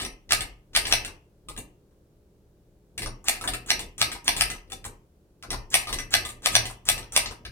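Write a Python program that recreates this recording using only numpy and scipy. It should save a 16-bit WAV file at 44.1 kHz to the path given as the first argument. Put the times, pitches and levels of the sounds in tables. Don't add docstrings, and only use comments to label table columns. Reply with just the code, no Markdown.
import sys
import numpy as np
from scipy import signal
from scipy.fft import rfft, irfft, next_fast_len
from scipy.io import wavfile
from scipy.ndimage import uniform_filter1d

SR = 44100
rng = np.random.default_rng(int(sys.argv[2]) if len(sys.argv) > 2 else 0)


def to_linear_factor(level_db):
    exponent = np.asarray(level_db, float) / 20
    return 10 ** exponent


def int16_out(signal):
    q = np.round(np.clip(np.atleast_2d(signal).T, -1, 1) * 32767)
    wavfile.write(sys.argv[1], SR, q.astype(np.int16))


N = 331191

# [t/s, peak level/dB, treble level/dB, left minus right/dB, shudder level/dB,
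# swing rattle level/dB]
PLATEN_SLAPS = [(0.321, -3, -14, 0, -25.5, -34), (0.7623, -4.5, -15, 1.5, -24, -37),
                (0.9248, -3, -17, 1, -24.5, -31), (3.284, -5.5, -13, 0.5, -25, -31.5),
                (3.704, -4.5, -17.5, 0.0, -27.5, -29.5), (4.0151, -3, -16.5, 1, -26.5, -30),
                (4.2793, -4, -17.5, 0.5, -23, -34), (4.4095, -3.5, -16, 2, -27, -30.5),
                (5.7418, -3.5, -13.5, 1.5, -22.5, -30.5), (6.1396, -2.5, -17, -0.5, -25, -28),
                (6.4593, -3.5, -15, 1.5, -32.5, -31.5), (6.5529, -1.5, -17, -1, -26.5, -28),
                (6.8879, -2.5, -14, 1.5, -26.5, -31.5), (7.1634, -2.5, -14.5, 0.0, -23.5, -30.5)]
# [t/s, peak level/dB, bass level/dB, treble level/dB,
# rattle length/ms, rattle level/dB]
LINKAGE_CLICKS = [(0.0004, -19, -22.5, -14, 15, -9.5), (0.018, -19.5, -20.5, -11, 16, -12.5),
                  (0.0494, -19.5, -18.5, -13.5, 10, -10.5), (0.2921, -28, -21.5, -19.5, 12.5, -13),
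                  (0.3077, -8, -29.5, -16, 15, -12), (0.407, -13.5, -25, -12, 9.3, -11.5),
                  (0.4388, -34, -15, -15, 12.5, -10), (0.7335, -35.5, -16, -17.5, 10, -15.5),
                  (0.7501, -8, -30, -18.5, 14, -11.5), (0.853, -16.5, -22, -17.5, 9.6, -8.5),
                  (0.8694, -17.5, -21, -11, 16, -11), (0.8954, -25.5, -12.5, -9, 12.5, -11),
                  (0.9118, -14.5, -31, -16.5, 15, -12), (1.048, -19.5, -28, -11, 12.5, -12),
                  (1.0795, -36, -10, -14.5, 14, -11), (1.486, -24.5, -16.5, -10.5, 12.5, -11.5),
                  (1.564, -27, -28, -12, 11, -15), (1.5763, -23.5, -19, -7, 12.5, -12),
                  (1.91, -68.5, -6, -9, 12.5, -9), (2.9781, -17, -23, -11.5, 12.5, -11.5),
                  (3.0196, -17.5, -21, -12.5, 16, -11.5), (3.06, -24, -11, -20.5, 12.5, -11),
                  (3.242, -38, -11, -4.5, 12.5, -11), (3.3494, -27.5, -36, -15.5, 12.5, -10),
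                  (3.4115, -21, -18, -12, 12.5, -11.5), (3.4395, -28.5, -2.5, -4.5, 12, -11.5),
                  (3.4756, -11.5, -23.5, -12, 12.5, -11.5), (3.5356, -15.5, -32, -11.5, 9.6, -10.5),
                  (3.6614, -33.5, -15, -6.5, 12.5, -11.5), (3.7936, -19.5, -17.5, -10.5, 12.5, -11),
                  (3.8295, -35, -22, -12.5, 12.5, -12.5), (3.9805, -25.5, -19, -4.5, 12.5, -15.5),
                  (4.117, -19, -25, -11.5, 15, -12), (4.1496, -30.5, -12, -16, 14, -10.5),
                  (4.2434, -38, -14.5, -1.5, 10, -12), (4.3652, -14, -19, -10, 14, -11),
                  (4.5008, -18.5, -27, -11, 14, -11.5), (4.5501, -35, -12.5, -15.5, 11, -10),
                  (4.6763, -53, -15.5, -15, 12.5, -13), (4.7002, -34, -32.5, -10, 12.5, -13),
                  (4.7196, -20, -20.5, -9.5, 11, -13), (4.8421, -29.5, -33.5, -12, 12.5, -8.5),
                  (4.8511, -25.5, -13, -6.5, 10, -11), (5.4259, -28.5, -23, -11.5, 10, -13.5),
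                  (5.4345, -33.5, -8, -17, 12.5, -11), (5.5046, -15.5, -18.5, -12, 15, -12.5),
                  (5.5294, -20, -10.5, -17, 12.5, -10.5), (5.7027, -41.5, -18, 2, 11, -12.5),
                  (5.8714, -21.5, -19, -15.5, 14, -10), (5.891, -20.5, -15, -12.5, 12.5, -10),
                  (5.9276, -13.5, -19, -12.5, 12.5, -9.5), (5.987, -17, -30, -12, 12.5, -13),
                  (6.1065, -33.5, -12, -2.5, 12.5, -13.5), (6.2502, -21, -19, -10, 15, -10),
                  (6.2902, -25.5, -22, -8.5, 12.5, -11.5), (6.4208, -37.5, -11, -8, 11, -12.5),
                  (6.5204, -23.5, -17, -5.5, 12.5, -14.5), (6.6549, -19.5, -20, -12, 15, -10),
                  (6.6986, -30.5, -11, -8, 12.5, -12), (6.8536, -34.5, -15, -2.5, 11, -15),
                  (6.979, -20.5, -17, -12, 12.5, -12.5), (7.0294, -34.5, -12, -16, 12.5, -11),
                  (7.122, -28, -16, -6, 15, -11.5), (7.2589, -18.5, -19.5, -26.5, 12.5, -12),
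                  (7.3097, -29.5, -11, -12, 14, -11.5), (7.451, -24.5, -32, -17, 11, -11)]
# [f/Hz, level/dB per Hz]
CONTACT_COLOUR = [(100, -36.5), (300, -24.5), (600, -14), (1200, -1), (1600, 2), (2000, -1.5), (3500, 1.5),
                  (6000, 0.5), (7000, 1), (9200, -4.5), (10600, -17.5), (12000, -15), (15000, -17),
                  (17000, -23)]
# [f/Hz, level/dB, t60/s]
FRAME_MODES = [(743.6, -21.5, 0.082), (1268, -10, 0.092), (1825, -19.5, 0.11), (1993, -11, 0.096),
               (2230, -20, 0.065), (2590, -18, 0.06), (2800, -12.5, .08), (3454, -7, 0.08),
               (3960, -17.5, .05), (5870, 0, 0.033), (9340, -9.5, 0.055)]
# [t/s, rocking level/dB, sway level/dB, panel mode level/dB,
# wood knock level/dB]
TABLE_SHAKING = [(0.0, -44, -54, -41, -51), (0.04, -44, -45, -44, -42), (0.08, -44.5, -59, -61, -48),
                 (0.25, -61, -74, -78, -73.5), (0.33, -45, -49, -47, -45.5), (0.42, -44, -48, -47.5, -48.5),
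                 (0.5, -47, -61, -72, -56), (0.58, -59, -67, -65, -69), (0.69, -66.5, -73, -71, -72),
                 (0.77, -45, -55, -52, -49.5), (0.86, -45, -49, -55, -48), (0.94, -40, -45, -44.5, -44),
                 (0.98, -44, -50, -44, -49.5), (1.11, -49.5, -53, -67, -52), (1.21, -68, -69.5, -68, -69.5),
                 (1.44, -70, -69, -81, -70), (1.51, -47, -48, -58, -49), (1.55, -51, -60, -60, -64),
                 (1.59, -46, -48, -57, -45.5), (1.65, -51.5, -65, -61, -56), (1.78, -71, -72, -71, -68.5),
                 (2.72, -69, -70, -73, -69), (2.93, -70, -71, -70, -70.5), (3.01, -51, -51, -48, -43.5),
                 (3.07, -34.5, -47, -43.5, -46.5), (3.16, -50.5, -62, -51, -54.5),
                 (3.24, -55, -61, -80, -61), (3.3, -50, -52, -62, -43.5), (3.39, -49, -61, -59, -60),
                 (3.43, -51, -51, -62, -47.5), (3.53, -38, -47, -45, -45.5), (3.64, -56, -60, -59, -57.5),
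                 (3.74, -48, -50, -56, -46.5), (3.85, -46, -53, -60, -49), (3.95, -61, -67, -64, -66),
                 (4.02, -53, -43, -43.5, -47), (4.16, -47, -58, -62.5, -51), (4.22, -62, -65, -69, -65),
                 (4.29, -49, -52, -51, -45), (4.45, -41.5, -49, -45.5, -49.5), (4.54, -51, -52, -55, -49.5),
                 (4.58, -50, -60, -79, -55.5), (4.64, -60, -69, -72, -68), (4.75, -48, -51, -56, -49.5),
                 (4.81, -53, -60, -65, -60.5), (4.87, -51.5, -48, -52.5, -51), (4.94, -55, -63, -62, -57),
                 (5.06, -70, -72, -80, -74.5), (5.4, -73.5, -69.5, -69.5, -68.5),
                 (5.54, -36.5, -50, -46.5, -41.5), (5.58, -35, -52, -41.5, -52), (5.69, -55, -64, -66, -63),
                 (5.75, -50, -50, -44, -44.5), (5.85, -54, -60, -58, -57), (5.94, -37.5, -49, -50, -43.5),
                 (6.11, -49, -57, -55, -57), (6.15, -45, -45.5, -45, -45), (6.42, -57, -63, -63.5, -60),
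                 (6.44, -54, -63, -63, -51.5), (6.57, -44, -46, -32, -45), (6.67, -44.5, -53, -44, -49.5),
                 (6.82, -62, -66, -66, -69), (6.9, -43, -47, -49, -48), (7.03, -46, -53, -51, -50.5),
                 (7.09, -57, -66, -57, -62), (7.17, -41, -48, -62, -48), (7.26, -50, -53, -56, -54),
                 (7.32, -45, -50, -59, -45.5), (7.38, -66, -72, -60, -63), (7.47, -58, -45, -61, -53),
                 (7.51, -47.5, -55, -50.5, -61)]
# [low f/Hz, high f/Hz, steadiness/0-1]
TABLE_RESONANCES = [
    (24, 50, 0.4),
    (52.6, 100, .3),
    (112.8, 124, 0.6),
    (132, 550, .1),
]
# [f/Hz, t60/s, level/dB against the direct sound, unlikeness at the ports/0-1]
ROOM_TAIL = [(295, 0.17, 1, 0.6), (755, 0.36, 4.5, .9), (2050, 0.3, 3.5, 0.97), (4655, 0.25, 3, 0.86),
             (8700, 0.2, 4.5, 1.07), (13300, 0.15, -7.5, .9)]
# [t/ms, level/dB]
FIRST_REFLECTIONS = [(3.5, -6), (8.5, -2.5), (11.5, 2.5), (14, -7.5), (28, -11)]
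# [f/Hz, level/dB per Hz]
AIR_COLOUR = [(12, -37), (20, -7.5), (65, 3), (93, -9), (198, -6), (270, -20), (357, -11), (558, -16.5),
              (607, -19), (1290, -29.5), (1660, -31), (1910, -34.5), (16000, -39.5)]
# [f/Hz, level/dB rms]
FRIDGE_HUM = [(59.2, -76.5), (118.4, -75), (156.1, -72.5), (193.8, -75.5), (301.5, -76), (355.3, -76),
              (414.5, -77), (532.9, -85.5), (592.2, -84.5)]

PORTS = np.array([[1], [-1]])


def typebars():
    contact, frame = np.zeros((2, 2, N))
    t = np.arange(int(0.12 * SR)) / SR
    to_impact = np.arange(int(0.03 * SR))[::-1] / SR
    for s, db, treble_db, pan_db, shudder_db, swing_db in PLATEN_SLAPS:
        sides = to_linear_factor(PORTS * pan_db / 2)
        decay = np.exp(-t / 0.034) + to_linear_factor(16.5) * np.exp(-t / 0.002)
        blow = rattle(to_linear_factor(shudder_db) * decay, grain_db=3.0)
        add(blow, 0, to_linear_factor(14.5) * tick(spread_ms=1.193, scatter_ms=0.4004))
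        add(contact, s, sides * to_linear_factor(db) * tint(blow, 0, treble_db + 15))
        swing = to_linear_factor(swing_db) * rattle(np.exp(-to_impact / 0.011), grain_db=1.5)
        add(contact, s - len(to_impact) / SR, sides * swing)
        ringing = ring(FRAME_MODES, 0.25, scatter_db=4.0, detune=0.0074)
        add(frame, s, sides * to_linear_factor(db - 15.5) * ringing)
    return contact, frame


def linkage():
    contact, frame = np.zeros((2, 2, N))
    t = np.arange(int(0.15 * SR)) / SR
    sides = to_linear_factor(PORTS * 0.7)
    for s, db, bass_db, treble_db, length_ms, rattle_db in LINKAGE_CLICKS:
        chatter = rattle(to_linear_factor(rattle_db) * np.exp(-1000 * t / length_ms), grain_db=1.65)
        add(chatter, 0, to_linear_factor(4) * tick(spread_ms=0.81, scatter_ms=0.55))
        add(contact, s, sides * to_linear_factor(db) * tint(chatter, bass_db + 21.5, treble_db + 12.5))
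        ringing = ring(FRAME_MODES, 0.25, scatter_db=6.5, detune=0.023)
        add(frame, s, sides * to_linear_factor(db - 18) * ringing)
    return contact, frame


def tick(spread_ms, scatter_ms):
    size = 512
    bins = size // 2 + 1
    wander = 3 * np.abs(uniform_filter1d(rng.standard_normal(bins), size=9))
    delay_ms = spread_ms * np.exp(-np.arange(bins) / 39.8) + scatter_ms * wander
    delay = delay_ms * SR / 1000 + 4
    return irfft(np.exp(-2j * np.pi * np.cumsum(delay) / size))


def rattle(envelope, grain_db):
    size = to_linear_factor(grain_db * rng.exponential(size=len(envelope)))
    size = size / np.sqrt(np.mean(size ** 2))
    return envelope * rng.standard_normal(len(envelope)) * size


def tint(burst, bass_db, treble_db):
    bass = to_linear_factor(bass_db) * band(burst, 87, 1300)
    treble = to_linear_factor(treble_db) * band(burst, 6510, 17000)
    return bass + band(burst, 1300, 6260) + treble


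def ring(modes, length_s, scatter_db, detune):
    hz, db, t60 = np.transpose(modes)[:, :, None]
    t = np.arange(int(length_s * SR)) / SR
    pitch_chance, level_chance = rng.standard_normal((2, len(modes), 1))
    swing = np.sin(2 * np.pi * hz * (1 + detune * pitch_chance) * t)
    decay = np.exp(-np.log(1000) * t / t60)
    return (to_linear_factor(db + scatter_db * level_chance) * swing * decay).sum(axis=0)


def table():
    s, *levels = np.transpose(TABLE_SHAKING)
    t = np.arange(N) / SR
    out = 0
    for (lo_hz, hi_hz, steady), db in zip(TABLE_RESONANCES, levels):
        noise = rng.standard_normal((2, N))
        mid, side = band(band(noise, lo_hz, hi_hz), lo_hz, hi_hz)
        envelope = np.abs(signal.hilbert(mid, next_fast_len(N))[:N])
        mid = mid / envelope ** steady
        both = mid / mid.std() + to_linear_factor(-14.5) * PORTS * side / side.std()
        out = out + to_linear_factor(np.interp(t, s, db) + PORTS * 0.45) * both
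    return out


def room(x):
    t = np.arange(int(0.45 * SR)) / SR
    first = sum(to_linear_factor(db) * np.exp(-((1000 * t - ms) / 1.33) ** 2) for ms, db in FIRST_REFLECTIONS)
    build = np.clip((t - 0.004) / 0.014, 0, 1)
    shared, apart = rng.standard_normal((2, len(t)))
    echo = 0
    for hz, t60, db, unlike in ROOM_TAIL:
        noise = band(shared + unlike * PORTS * apart, hz / 1.502, hz * 1.503)
        echo = echo + to_linear_factor(db) * noise * np.exp(-np.log(1000) * t / t60)
    response = echo * (to_linear_factor(-26.5) * first + to_linear_factor(-31.5) * build)
    port_lag_ms = 0.11
    response[0, 0] += 1
    response[1, int(round(port_lag_ms * SR / 1000))] += 1
    return signal.fftconvolve(x, response, axes=-1)[:, :N]


def house():
    mid, side = colour(rng.standard_normal((2, N)), AIR_COLOUR)
    side = signal.sosfilt(signal.butter(1, 900, "highpass", fs=SR, output="sos"), side)
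    out = (mid + PORTS * side) * to_linear_factor(-65) / mid.std()
    t = np.arange(N) / SR
    for hz, db in FRIDGE_HUM:
        waver = np.interp(t, np.linspace(0, t[-1], num=30), rng.standard_normal(size=30))
        partial = np.sin(2 * np.pi * (hz * t + rng.random()))
        out = out + np.sqrt(2) * to_linear_factor(db + 1.3 * waver) * partial
    return out


def colour(x, points):
    hz, db = np.transpose(points)
    size = 4096
    bin_hz = np.arange(size // 2 + 1) * SR / size
    gain = to_linear_factor(np.interp(np.log(bin_hz + 1), np.log(hz), db))
    cepstrum = irfft(np.log(gain))
    cepstrum[1:size // 2] *= 2
    cepstrum[size // 2 + 1:] = 0
    response = irfft(np.exp(rfft(cepstrum)))
    return signal.oaconvolve(x, response[None], axes=-1)[..., :N]


def band(x, lo_hz, hi_hz):
    edges = [lo_hz, min(hi_hz, 0.45 * SR)]
    return signal.sosfilt(signal.butter(2, edges, "bandpass", fs=SR, output="sos"), x)


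def add(out, s, sound):
    i = max(int(s * SR), 0)
    out[..., i:i + sound.shape[-1]] += sound[..., :N - i]


def scene():
    contact, frame = np.add(typebars(), linkage())
    machine = to_linear_factor(6.5) * colour(contact, CONTACT_COLOUR) + frame
    return room(machine) + table() + house()


def roll_off(x):
    return signal.sosfilt(signal.butter(12, 16450, fs=SR, output="sos"), x)


def record(dry):
    mix = 1.167 * np.tanh(dry / 1.05)
    return roll_off(mix)


dry = scene()
out = record(dry)
int16_out(out)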